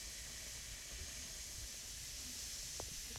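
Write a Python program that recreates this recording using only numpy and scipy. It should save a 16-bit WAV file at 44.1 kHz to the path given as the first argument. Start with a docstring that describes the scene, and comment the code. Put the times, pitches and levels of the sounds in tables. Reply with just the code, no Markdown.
"""A foamy tub at home, with a bath bomb fizzing in it. Countless tiny bubbles burst, each ringing
a few cycles: bright on top of the foam, duller within the tub, over a low wash of noise.
A household rumble and a wavering hum lie below. The hand holding the microphone shifts, changing
the colour of the fizz; dull thumps and, late on, two taps and a creak carry through the case."""
import sys
import numpy as np
from scipy import signal
from scipy.fft import rfft, irfft
from scipy.io import wavfile

SR = 44100
rng = np.random.default_rng(int(sys.argv[2]) if len(sys.argv) > 2 else 0)


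def transcribe(u):
    """Save the signal u as a 16-bit wav file named by the first command-line argument.

    u: samples, shape (n,) or (channels, n), limited to [-1, 1]; the rate is SR.
    q: integer samples, one column per channel.
    """
    v = np.clip(np.atleast_2d(u).T, -1, 1)
    q = np.round(v * 32767).astype(np.int16)
    wavfile.write(sys.argv[1], SR, q)


N = 140238


def from_db(db):
    """Level to amplitude gain."""
    return 10 ** (np.asarray(db) / 20)


def unit_rms(x):
    """Scale to rms 1."""
    return x / np.sqrt(np.mean(x ** 2) + 1e-20)


def per_sample(rows):
    """Interpolate each column after t/s to one value per sample."""
    times_s, *columns = np.transpose(rows)
    return [np.interp(np.arange(N) / SR, times_s, column) for column in columns]


def drift(corner_hz):
    """Slow random wander, rms about 1."""
    hop, settle = 40, 2000
    pole = np.exp(-2 * np.pi * corner_hz * hop / SR)
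    noise = rng.standard_normal(N // hop + settle + 2)
    slow = signal.lfilter([1], [1, -2 * pole, pole * pole], noise)[settle:]
    return np.interp(np.arange(N) / hop, np.arange(len(slow)), unit_rms(slow))


def ring(drive, hz, t60_s):
    """Resonator: a unit click starts a decaying sine of height 1."""
    r, w = from_db(-60 / (t60_s * SR)), 2 * np.pi * hz / SR
    return signal.lfilter([0, np.sin(w)], [1, -2 * r * np.cos(w), r * r], drive + 1e-18)


def coloured(x, spectrum, skirt_db_oct):
    """Filter by a spectrum, rolling off beyond its ends; rms 1."""
    hz, db = np.transpose(spectrum)
    octave = np.log2(np.arange(1, N // 2 + 2) * SR / N)
    beyond = np.maximum(np.log2(hz[0]) - octave, 0) + np.maximum(octave - np.log2(hz[-1]), 0)
    gain_db = np.interp(octave, np.log2(hz), db) - skirt_db_oct * beyond
    return unit_rms(irfft(rfft(x) * from_db(gain_db), N))


RUMBLE_LEVEL = [(0.0, -59.5), (0.13, -56.5), (0.45, -58.5), (0.75, -53), (0.8, -62.5), (0.95, -55.5),
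                (1.04, -54), (1.06, -59), (1.3, -56.5), (1.5, -56.5), (1.66, -55), (1.7, -62.5),
                (1.91, -55.5), (2.04, -57), (2.55, -59.5), (2.61, -55.5), (3.13, -57.5), (3.18, -51.5)]  # t/s, level/dB
RUMBLE_SPECTRUM = [(11, -3), (18, -12), (43, 0.5), (59, 4), (102, -10), (129, -7), (170, -19.5), (220, -38),
                   (370, -120)]  # f/Hz, relative level/dB
def rumble():
    """Household rumble: low noise of uneven level."""
    level_db, = per_sample(RUMBLE_LEVEL)
    return from_db(level_db) * coloured(rng.standard_normal(N), RUMBLE_SPECTRUM, skirt_db_oct=20)


HUM_LEVEL = [(0.0, -86), (0.06, -93), (0.31, -69.5), (0.81, -91), (0.97, -65.5), (1.27, -72.5), (1.4, -81),
             (2.1, -81.5), (2.27, -63.5), (2.44, -73), (2.49, -67), (2.53, -80), (3.18, -84)]  # t/s, level/dB
HUM_RESONANCES = [(247.6, 11, -0.5), (127.4, 11.6, -3.5)]  # f/Hz, nominal width/Hz, relative level/dB
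def hum():
    """Household hum: two wavering tones of narrow-band noise."""
    level_db, = per_sample(HUM_LEVEL)
    tones = sum(from_db(db) * unit_rms(ring(rng.standard_normal(N), hz, t60_s=3.7 / width_hz))
                for hz, width_hz, db in HUM_RESONANCES)
    return from_db(level_db) * tones


CASE_THUMPS = [(0.925, -53, 55, 0.15), (1.005, -46.5, 74, 0.13), (0.984, -63.5, 377, 0.25),
               (1.542, -48, 58, 0.11), (1.578, -51, 106.7, 0.19), (1.742, -64, 301, .012),
               (1.743, -54.5, 600, 0.018), (2.628, -62, 600, 0.046), (2.825, -49, 95, .08),
               (2.884, -51.5, 480, 0.017), (2.914, -47.5, 170, 0.039), (2.971, -47, 35, 0.12),
               (3.164, -47.5, 114, 0.049)]  # t/s, drive level/dB, f/Hz, t60/s
def thumps():
    """Handling thumps: a half-cycle push rings a damped resonance of the case."""
    out = np.zeros(N)
    for start_s, db, hz, t60_s in CASE_THUMPS:
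        start, width = int(start_s * SR), int(SR / hz / 2)
        push = np.zeros(N)
        push[start:start + width] = from_db(db) * 4 * np.hanning(width) / width
        out += ring(push, hz, t60_s)
    return out


FINGER_TAPS = [(2.8009, -34, 630, 320, 0.003), (3.1597, -40, 1400, 1100, 0.0018)]  # at the peak: t/s, level/dB, f/Hz; then period growth/(1/s), rise/s
def taps(sharpness=3.3):
    """Fingers tap the case: each a brief falling chirp."""
    out, t = np.zeros(N), np.arange(N) / SR
    for peak_s, db, hz, growth_per_s, rise_s in FINGER_TAPS:
        since_s = np.clip(t - peak_s, -rise_s, 6 * rise_s)
        age = 1 + since_s / rise_s
        envelope = (age * np.exp(1 - age)) ** sharpness * (t - peak_s < 6 * rise_s)
        period_ratio = np.maximum(1 + growth_per_s * since_s, .02)
        phase = 2 * np.pi * hz * np.log(period_ratio) / growth_per_s
        out -= from_db(db) * envelope * np.cos(phase)
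    return out


CASE_CREAK = [(3.1, 0.029, 228, -54.5)]  # t/s, length/s, f/Hz, level/dB
def creak(wobble=.03, octave_db=-1.5):
    """The case creaks in the hand: a short, unsteady tone and its octave."""
    out, t = np.zeros(N), np.arange(N) / SR
    for start_s, length_s, hz, db in CASE_CREAK:
        phase = 2 * np.pi * hz * np.cumsum(1 + wobble * drift(corner_hz=60)) / SR
        envelope = from_db(db) * np.sin(np.pi * np.clip((t - start_s) / length_s, 0, 1))
        out += envelope * (np.sin(phase) + from_db(octave_db) * np.sin(2 * phase))
    return out


HAND_SHIFT = [(0, 0.02), (.8, 0.14), (1.5, .15), (2.0, 0.76), (2.6, 0.58), (3.18, 0.97)]  # t/s, share of late spectrum/(0-1)
def hand_shift(x, early, late, skirt_db_oct):
    """Crossfade from the early to the late spectrum as the hand moves."""
    share, = per_sample(HAND_SHIFT)
    return (1 - share) * coloured(x, early, skirt_db_oct) + share * coloured(x, late, skirt_db_oct)


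def bursts(per_s, early, late, patchy_db, size_count=14, t60_cycles=4.96):
    """Bubbles burst at random and ring briefly; each size swells and fades on its own."""
    strength_db = -np.minimum(rng.exponential(1, N), 5)
    polarity = rng.choice([-1, 1], N)
    clicks = from_db(strength_db) * polarity * (rng.random(N) < per_s / SR)
    sizes = rng.integers(0, size_count, N)
    pops = np.zeros(N)
    for size, hz in enumerate(np.geomspace(early[0][0], early[-1][0], size_count)):
        ringing = unit_rms(ring(clicks * (sizes == size), hz, t60_cycles / hz))
        patches = from_db(patchy_db * drift(corner_hz=8.8))
        pops += np.sqrt(hz) * ringing * patches  # sqrt: equal power per Hz
    return hand_shift(pops, early, late, skirt_db_oct=53)


TUB_LEVELS = [(0.0, -60, -65), (0.42, -57.5, -63.5), (0.79, -58.5, -65), (1.12, -57.5, -64),
              (1.5, -60.5, -65.5), (1.96, -59, -67), (2.22, -59, -65), (2.42, -58.5, -65.5),
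              (2.83, -59, -67), (3.18, -57.5, -64.5)]  # t/s, bubble level/dB, wash level/dB
# Spectra: f/Hz, relative level/dB
TUB_EARLY, TUB_LATE = [(790, -29), (1350, -16.5), (1520, -8), (1700, -4.5), (1910, 0.5), (2030, -1),
                       (2120, -9), (2230, -1), (2290, 3.5), (2370, -2.5), (2460, -5), (2690, -6),
                       (2790, -6.5), (2920, -6.5), (3030, 2.5), (3120, -8), (3260, -4.5), (3680, -10),
                       (3900, -17), (5070, -42), (8580, -120)], [(790, -55), (1350, -17), (1560, -11.5), (1710, -4), (1860, -9),
                                           (2060, -3), (2240, -13), (2490, -4.5), (3340, -5.5),
                                           (3620, -3.5), (3900, 0), (5070, -34), (8580, -120)]
WASH_EARLY, WASH_LATE = [(88, -22), (150, -2.5), (214, -4.5), (251, -2.5), (338, -8), (371, -3), (404, -9),
                         (460, -4), (501, -9.5), (582, -2.5), (690, -5.5), (784, -12.5), (1220, -8.5),
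                         (1400, -19), (1820, -45), (3080, -120)], [(88, -28), (150, -11), (204, -2), (248, -2.5), (345, -10),
                                              (393, -8), (506, -11), (615, -10), (945, -14.5), (1320, -14),
                                              (1400, -11.5), (1820, -42), (3080, -120)]
def tub_bubbles():
    """Larger, duller bubbles burst within the tub, over a low wash of noise."""
    bubble_db, wash_db = per_sample(TUB_LEVELS)
    bubbles = bursts(per_s=16000, early=TUB_EARLY, late=TUB_LATE, patchy_db=1.66)
    flutter_db = 1.07 * drift(corner_hz=11.7)
    wash = hand_shift(rng.standard_normal(N), WASH_EARLY, WASH_LATE, skirt_db_oct=25)
    return from_db(bubble_db) * bubbles + from_db(wash_db + flutter_db) * wash


SIZZLE_BAND = [(0.0, 5830, -66), (0.06, 6090, -67), (0.8, 6040, -67), (1.05, 6410, -58.5),
               (1.32, 6460, -59), (1.55, 6400, -61), (1.81, 6064, -65), (2.5, 6150, -66), (2.62, 6230, -60),
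               (2.85, 6020, -60), (2.9, 6040, -62), (3.0, 6060, -61), (3.18, 5820, -56.5)]  # t/s, centre f/Hz, level/dB
def sizzle(width_hz=300):
    """A narrow noise band in the fizz, wandering near 6 kHz."""
    centre_hz, level_db = per_sample(SIZZLE_BAND)
    lowpass = signal.butter(2, width_hz / 2, fs=SR, output="sos")
    in_phase, quadrature = signal.sosfilt(lowpass, rng.standard_normal((2, N)))
    phase = 2 * np.pi * np.cumsum(centre_hz) / SR
    return from_db(level_db) * unit_rms(in_phase * np.cos(phase) + quadrature * np.sin(phase))


FIZZ_LEVELS = [(0.0, -49, -62), (0.03, -51, -62), (0.53, -51, -60), (0.88, -53, -63), (1.15, -51, -60.5),
               (1.96, -51.5, -59.5), (2.04, -52, -58.5), (2.09, -50, -58.5), (2.16, -50.5, -59.5),
               (2.4, -49, -57.5), (2.62, -49, -58.5), (2.85, -49, -58.5), (2.89, -51.5, -59),
               (2.99, -50, -58), (3.18, -53.5, -59.5)]  # t/s, body level/dB, treble level/dB
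# Spectra: f/Hz, relative level/dB
FIZZ_EARLY, FIZZ_LATE = [(2000, -27), (2900, -15.5), (3400, -9), (3670, -15.5), (4000, -6.5), (4180, -8),
                         (4400, -8.5), (4600, -7.5), (4850, -6), (5260, -5.5), (6390, -3), (8260, -9),
                         (9000, -16), (11700, -20), (19800, -120)], [(2000, -16.5), (3400, -11.5), (3630, -17.5), (4410, -4),
                                              (4830, -6.5), (5210, -1.5), (6060, -2), (6550, -4),
                                              (7460, -4), (9000, -16), (11700, -24), (19800, -120)]
TREBLE_SPECTRUM = [(5000, -31), (8500, -8), (10500, -6.5), (12300, -9.5), (13500, -11), (14300, -26.5),
                   (15200, -19.5), (16500, -27)]
def foam_fizz(per_s=42000, patchy_db=1.4):
    """Tiny bubbles burst on top of the foam, in two layers: a bright body and its treble."""
    body_db, treble_db = per_sample(FIZZ_LEVELS)
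    body = bursts(per_s, FIZZ_EARLY, FIZZ_LATE, patchy_db)
    treble = bursts(per_s, TREBLE_SPECTRUM, TREBLE_SPECTRUM, patchy_db)
    return from_db(body_db) * body + from_db(treble_db) * treble


def scene():
    """Mono mix of bath bomb, house and handling."""
    bath_bomb = foam_fizz() + tub_bubbles() + sizzle()
    house = rumble() + hum()
    handling = taps() + thumps() + creak()
    return (bath_bomb + house + handling)[None]


def record(dry):
    """Steep elliptic low-pass."""
    cutoff_hz = 16000
    return signal.sosfilt(signal.ellip(12, .5, 70, cutoff_hz, fs=SR, output="sos"), dry)


dry = scene()
out = record(dry)
transcribe(out)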